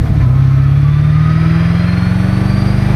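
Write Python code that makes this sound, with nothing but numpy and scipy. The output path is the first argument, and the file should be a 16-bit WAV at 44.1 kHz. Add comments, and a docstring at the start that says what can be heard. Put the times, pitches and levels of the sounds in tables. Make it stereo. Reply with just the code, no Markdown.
"""The exhaust of a turbocharged V8 booms inside the cabin as the car pulls hard in one gear.
It is a sum of pure tones locked to the engine: a strong firing note over a lumpy beat of lower tones.
The revs sag and shudder as the drive takes up, then climb. Gear whine is made of tones that climb with them.
Shaped noise makes the intake rush and turbo air, which throb with the engine, and the steadier road noise.
Narrow bands of wavering tone make breathy whistles that come and go."""
import sys
import numpy as np
from scipy import signal
from scipy.fft import rfft, irfft, next_fast_len
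from scipy.io import wavfile
from scipy.ndimage import uniform_filter1d, minimum_filter1d

SR = 44100
rng = np.random.default_rng(int(sys.argv[2]) if len(sys.argv) > 2 else 0)


def put_to_file(sound):
    """Save the sound as 16-bit audio at rate SR, in the file named by the first command-line argument."""
    columns = np.atleast_2d(sound).T  # one column per channel
    safe = np.clip(columns, -1, 1)
    whole_steps = np.round(safe * 32767)
    wavfile.write(sys.argv[1], SR, whole_steps.astype(np.int16))


N = 130095  # length in samples

# Engine speed, counted in cylinder firings: time_s, firing_hz
FIRING_SPEED = [(0.0, 151.7), (0.1, 149.7), (0.18, 142.1), (0.26, 122.7), (0.37, 134.3), (0.48, 133.3),
                (0.65, 136.7), (0.87, 143.7), (1.2, 153.8), (1.5, 163), (1.8, 172.4), (2.1, 180.4),
                (2.4, 190.4), (2.7, 197.5), (2.95, 203.3)]
CYLINDERS = 8
START_CYCLE = 0.72  # share of an engine cycle already done at the start
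SPEED_JITTER, SPEED_JITTER_HZ = 0.00034, 13.8  # size as a share of speed, and how fast it moves
# How strongly the engine shudders while the drive takes up: time_s, amount (0 to 1)
SHUDDER = [(0, 1), (.2, 0.87), (.3, 0.24), (.45, 0), (.8, 0.02)]

# Exhaust tones, each a whole multiple of the engine cycle rate:
# multiple, level_db (at REFERENCE_HZ), slope_db_per_octave (of speed), shudder_db (added at full shudder)
EXHAUST_TONES = [(2, -30, 38, -7), (3, -33.5, 22.5, 19), (4, -18, 5, 6.5), (5, -19.5, 15, -12.5),
                 (6, -17, -3, 3), (7, -47, 19.5, 2), (8, -9, -12, -6), (9, -37, -21.5, 16.5),
                 (10, -31, -11, -43), (11, -40.5, -29, 6), (12, -45.5, -9, -13), (13, -33.5, 13.5, 1.5),
                 (14, -75, 2, -9), (15, -46.5, -31, 0), (17, -45.5, -34, 7), (21, -44, 23, -10),
                 (24, -48, -20, -13), (25, -42.5, 0, 10.5)]
REFERENCE_HZ = 160.6  # firing rate
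# How the cabin colours the exhaust tones: pitch_hz, gain_db
CABIN = [(30, -8), (60, 2), (95, 0.5), (115, 4), (135, -0.5), (155, 2.5), (172, .5), (200, -3),
         (217, -12.5), (243, 5), (270, 0), (308, 5), (330, -2), (400, -4), (600, -4)]
BOOM_HZ, BOOM_WIDTH_HZ = 100, 40  # cabin resonance that shifts the timing of the tones
# Overall change to the exhaust tones, with one brief dip near the start: time_s, gain_db
EXHAUST_GAIN = [(0, -0.5), (.035, -0.5), (.07, -11.5), (.105, 2), (.135, -0.5), (.19, 1.5), (.3, -1),
                (.42, 1.4), (1, -1), (2, -.5), (2.95, 1.5)]
# The tone an octave above the firing note: time_s, level_db
OCTAVE_LEVEL = [(0, -39), (.6, -33.5), (.9, -44), (1.25, -31.5), (1.55, -25.5), (1.8, -38.5), (2.15, -43),
                (2.6, -35.5), (2.95, -35)]
# Uneven combustion: waver as a share of each tone, the extra at full shudder, and its rate
UNEVEN, SHUDDER_UNEVEN, UNEVEN_HZ = 0.097, 0.47, 27

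# Gear whine tones, as multiples of the firing rate
LOW_WHINE_MULTIPLE, HIGH_WHINE_MULTIPLE, TOP_WHINE_MULTIPLE = 8, 24, 32
# Low whine: time_s, level_db
LOW_WHINE = [(0, -48), (.22, -41), (.45, -39.5), (.57, -40), (.78, -42), (.87, -30), (1.04, -37.5),
             (1.26, -26.5), (1.45, -31), (1.55, -43), (1.85, -40), (2.03, -36), (2.5, -36.5), (2.68, -52),
             (2.95, -39)]
# High whine: time_s, level_db
HIGH_WHINE = [(0, -66), (.6, -60), (.71, -49), (1.1, -45.5), (1.65, -49), (1.82, -38.5), (1.95, -34),
              (2.14, -44), (2.4, -42), (2.52, -36), (2.69, -35), (2.8, -41.5), (2.95, -47)]
TOP_WHINE_DB = -61
WHINE_FLUTTER, WHINE_FLUTTER_HZ = 0.37, 45  # share of the loudness, and its rate
WHINE_WANDER_RAD = 0.89  # phase wander of the high whine

# Intake rush before INTAKE_DB is added: time_s, level_db
INTAKE_LEVEL = [(0, -40.5), (.16, -38), (.22, -36), (.3, -43.5), (.43, -37.5), (.75, -39), (1.08, -36.5),
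                (1.3, -34), (1.56, -31), (1.9, -32), (2.2, -34), (2.66, -33.5), (2.95, -31)]
# Turbo air before TURBO_DB is added: time_s, level_db
TURBO_LEVEL = [(0, -57), (.22, -54.5), (.31, -61), (.43, -54.5), (.6, -56.5), (1.1, -55.5), (1.54, -53),
               (2.2, -52), (2.95, -50)]
INTAKE_DB, TURBO_DB = 3, 10
# Tone colour of the intake rush: pitch_hz, relative_level_db (per Hz)
INTAKE_SPECTRUM = [(600, -19), (920, -17.5), (1020, -3), (1300, 1.5), (1600, -1.5), (2100, -1.5),
                   (2500, -5), (2900, -10.5), (3600, -20.5), (6000, -52)]
# Tone colour of the turbo air: pitch_hz, relative_level_db (per Hz)
TURBO_SPECTRUM = [(1800, -53), (2800, -2), (3600, 5.5), (4200, 2.5), (4850, -1), (5350, -4.5), (5900, -1),
                  (6500, -9), (7300, -20), (9000, -45)]
# Panel and duct resonances in both: pitch_hz, width_hz, boost_db
PANELS = [(1016, 24, 6.5), (1163, 17, 4), (1277, 50, 1.5), (1490, 57, 4), (1752, 19, 10.5), (1960, 17, 7.5),
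          (2270, 30, 1.5), (2372, 28, 8), (3250, 38, 5), (4280, 120, 5), (4730, 130, 4), (5330, 60, 8)]
THROB = 0.16  # loudness swing, as a share, once each engine cycle

# Breathy whistles: pitch_hz, waver_rate_hz, centre_s, length_s (spread of the swell), peak_db
WHISTLES = [(1033, 41, 0.226, 0.027, -35.5), (1037, 45, 0.486, .025, -36), (1275, 60, 0.48, 0.28, -38.5),
            (1250, 49, 0.653, .02, -33.5), (4880, 180, 1.58, 0.28, -45), (1910, 25, 1.4, 0.23, -43.5),
            (3230, 70, 1.8, .3, -44.5), (1163, 33, 2.55, .35, -38), (638.5, 38, 2.17, .7, -40.5)]

# Low jolting of the body: time_s, level_db
JOLT_LEVEL = [(0, -29.5), (.25, -34), (.55, -33), (.8, -35.5), (1.1, -45)]
# Tone colour of the jolting: pitch_hz, relative_level_db (per Hz)
JOLT_SPECTRUM = [(20, -21), (40, -8), (60, 3), (120, 4.5), (170, 6), (210, -11.5), (250, 3), (300, 8),
                 (350, -11), (460, -10.5), (600, -35.5)]
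# Body rumble: time_s, level_db
RUMBLE_LEVEL = [(0, -23.5), (1, -28.5), (1.5, -29.5), (2, -37), (2.5, -29), (2.95, -27)]
# Tone colour of the rumble: pitch_hz, relative_level_db (per Hz)
RUMBLE_SPECTRUM = [(15, -20), (30, -4), (50, 1), (80, -5.5), (150, -9.5), (205, -5), (250, -10.5),
                   (310, -9), (380, -28.5), (550, -60.5)]
# Tyre roar: time_s, level_db
TYRE_LEVEL = [(0.03, -34.5), (0.05, -31), (0.61, -35.5), (1.36, -35.5), (1.41, -32.5), (2.8, -28.5),
              (2.9, -26), (2.92, -26.5)]
# Tone colour of the tyre roar: pitch_hz, relative_level_db (per Hz)
TYRE_SPECTRUM = [(200, -26), (340, 5), (420, 1), (570, -1), (640, 3), (700, 0), (820, -0.5), (940, -5),
                 (1150, -9.5), (1500, -39)]
# Air hiss before HISS_DB is added: time_s, level_db
HISS_LEVEL = [(0, -59), (.2, -57), (.31, -60.5), (.43, -62.5), (1.1, -55), (1.8, -52), (2.25, -47.5),
              (2.95, -46.5)]
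# Tone colour of the hiss: pitch_hz, relative_level_db (per Hz)
HISS_SPECTRUM = [(5500, -41), (7400, -15), (8000, 0), (8500, 2.5), (9900, 3.5), (11000, -9.5), (12500, -10),
                 (15200, -41)]
# Tone colour of the extra top of the hiss: pitch_hz, relative_level_db (per Hz)
TOP_HISS_SPECTRUM = [(8000, -24), (10500, 8), (12400, 0), (13800, -12), (15000, -26)]
HISS_DB, TOP_HISS_DB = -3.5, -6
TOP_HISS_GROWTH = 1.1  # dB of change in the top for each dB of change in the hiss

# Stereo: level of the left-right difference against the middle
EXHAUST_SIDE_DB, RUMBLE_SIDE_DB, AIR_SIDE_DB, HISS_SIDE_DB = -23.5, -11, -14.5, 2.5
AIR_PAN_DB = 0.23  # all but the exhaust: left up, right down by this much

LIMIT_TOP, LIMIT_S = 0.95, 0.012  # highest peak and smoothing time of the limiter
CUTOFF_HZ = 16000


def exhaust(firing_hz, cycle):
    """Tones locked to the engine, coloured by the cabin; uneven combustion makes all but the octave waver."""
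    shudder = np.clip(in_time(SHUDDER), 0, 1)
    octaves = np.log2(firing_hz / REFERENCE_HZ)
    shared_db = in_time(EXHAUST_GAIN)
    waver_size = UNEVEN + SHUDDER_UNEVEN * shudder
    out = from_db(in_time(OCTAVE_LEVEL)) * np.cos(2 * CYLINDERS * cycle)
    for multiple, level_db, slope_db, shudder_db in EXHAUST_TONES:
        hz = multiple * firing_hz / CYLINDERS
        tone_db = level_db + slope_db * octaves + shudder_db * shudder
        gain = from_db(shared_db + tone_db + at_hz(CABIN, hz))
        # a tone lags more as it climbs past the cabin resonance
        lag = np.arctan(2 * (hz - BOOM_HZ) / BOOM_WIDTH_HZ) + np.pi / 2
        # a complex waver moves both loudness and phase
        random_motion = (drift(UNEVEN_HZ) + 1j * drift(UNEVEN_HZ)) / np.sqrt(2)
        waver = 1 + waver_size * random_motion
        out = out - gain * np.real(waver * np.exp(1j * (multiple * cycle - lag)))
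    return out * (1 + from_db(EXHAUST_SIDE_DB) * np.array([[-1], [1]]))


def gear_whine(cycle):
    """Thin tones from meshing gear teeth climb with the engine and flutter at random; higher ones wander more
    in phase."""
    tones = (
        (LOW_WHINE_MULTIPLE, in_time(LOW_WHINE)),
        (HIGH_WHINE_MULTIPLE, in_time(HIGH_WHINE)),
        (TOP_WHINE_MULTIPLE, TOP_WHINE_DB),
    )
    wander = WHINE_WANDER_RAD * drift(WHINE_FLUTTER_HZ) / HIGH_WHINE_MULTIPLE
    out = 0
    for multiple, level_db in tones:
        flutter = 1 + WHINE_FLUTTER * drift(WHINE_FLUTTER_HZ)
        out = out + from_db(level_db) * flutter * np.sin(multiple * (CYLINDERS * cycle + wander))
    return out


def boost(cycle):
    """Rushing intake and turbo air is noise that rings at panel resonances and pulses once each engine cycle."""
    intake = from_db(INTAKE_DB + in_time(INTAKE_LEVEL)) * noise(INTAKE_SPECTRUM, AIR_SIDE_DB, PANELS)
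    turbo = from_db(TURBO_DB + in_time(TURBO_LEVEL)) * noise(TURBO_SPECTRUM, AIR_SIDE_DB, PANELS)
    return (intake + turbo) * (1 + THROB * np.cos(cycle))


def whistles():
    """Random waver spreads each fixed pitch into a narrow, breathy band that swells and fades."""
    t = np.arange(N) / SR
    out = 0
    for hz, waver_hz, centre, length, peak_db in WHISTLES:
        phase = 2 * np.pi * hz * t
        tone = drift(waver_hz) * np.cos(phase) + drift(waver_hz) * np.sin(phase)
        swell = np.exp(-((t - centre) / length) ** 2 / 2)
        out = out + from_db(peak_db) * swell * tone
    return out


def road():
    """Jolts, body rumble, tyre roar and air are shaped noises; the hiss is wide and brightens as it grows."""
    jolt = from_db(in_time(JOLT_LEVEL)) * noise(JOLT_SPECTRUM, RUMBLE_SIDE_DB)
    rumble = from_db(in_time(RUMBLE_LEVEL)) * noise(RUMBLE_SPECTRUM, RUMBLE_SIDE_DB)
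    tyres = from_db(in_time(TYRE_LEVEL)) * noise(TYRE_SPECTRUM, AIR_SIDE_DB)
    hiss_db = HISS_DB + in_time(HISS_LEVEL)
    hiss = from_db(hiss_db) * noise(HISS_SPECTRUM, HISS_SIDE_DB)
    average_db = hiss_db.mean()
    top_db = TOP_HISS_DB + average_db + TOP_HISS_GROWTH * (hiss_db - average_db)
    top_hiss = from_db(top_db) * noise(TOP_HISS_SPECTRUM, AIR_SIDE_DB)
    return jolt + rumble + tyres + hiss + top_hiss


def noise(spectrum, side_db, peaks=()):
    """Stereo noise with a given tone colour, width and resonances; the middle has an rms of one."""
    size = next_fast_len(N)
    hz = np.arange(size // 2 + 1) * SR / size
    db = at_hz(spectrum, hz)
    for peak_hz, width, boost_db in peaks:
        db = db + boost_db / (1 + (2 * (hz - peak_hz) / width) ** 2)
    white = rng.standard_normal((2, size))
    mid, side = irfft(rfft(white) * from_db(db), size)[:, :N]
    return rms_one(mid) + from_db(side_db) * rms_one(side) * np.array([[1], [-1]])


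def drift(rate_hz):
    """Smooth random motion with an rms of one, made at a fortieth of the sample rate."""
    r = np.exp(-2 * np.pi * rate_hz * 40 / SR)
    rough = rng.standard_normal(N // 40 + 2002)
    slow = signal.lfilter([1], [1, -2 * r, r * r], rough)[2000:]  # drop the filter's start-up
    return np.interp(np.arange(N) / 40, np.arange(len(slow)), rms_one(slow))


def in_time(rows):
    """Join the points of a table by straight lines, giving a value at every sample."""
    return np.interp(np.arange(N) / SR, *np.transpose(rows))


def at_hz(points, hz):
    """Read a spectrum in dB at given pitches, on a log-pitch axis."""
    point_hz, db = np.transpose(points)
    return np.interp(np.log(np.maximum(hz, 1)), np.log(point_hz), db)


def from_db(db):
    """Turn decibels into gain."""
    return 10 ** (np.asarray(db) / 20)


def rms_one(x):
    """Scale to an rms of one."""
    return x / np.sqrt(np.mean(x ** 2) + 1e-20)


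def scene():
    """One engine speed drives the exhaust, the gear whine and the throb of the air."""
    firing_hz = in_time(FIRING_SPEED) * (1 + SPEED_JITTER * drift(SPEED_JITTER_HZ))
    cycle = 2 * np.pi * (START_CYCLE + np.cumsum(firing_hz) / CYLINDERS / SR)  # radians
    others = gear_whine(cycle) + whistles() + boost(cycle) + road()
    pan = from_db(AIR_PAN_DB * np.array([[1], [-1]]))
    return exhaust(firing_hz, cycle) + others * pan


def record(dry):
    """A smooth limiter turns down the loudest peaks, then a steep filter removes the top of the treble."""
    size = int(LIMIT_S * SR)
    gain = LIMIT_TOP / np.maximum(np.abs(dry).max(axis=0), LIMIT_TOP)
    gain = minimum_filter1d(gain, 2 * size + 1)  # turn down ahead of each peak
    gain = uniform_filter1d(uniform_filter1d(gain, size), size)
    treble_cut = signal.cheby2(12, 70, CUTOFF_HZ, fs=SR, output="sos")  # 70 dB down from CUTOFF_HZ up
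    return signal.sosfilt(treble_cut, dry * gain)


dry = scene()
out = record(dry)
put_to_file(out)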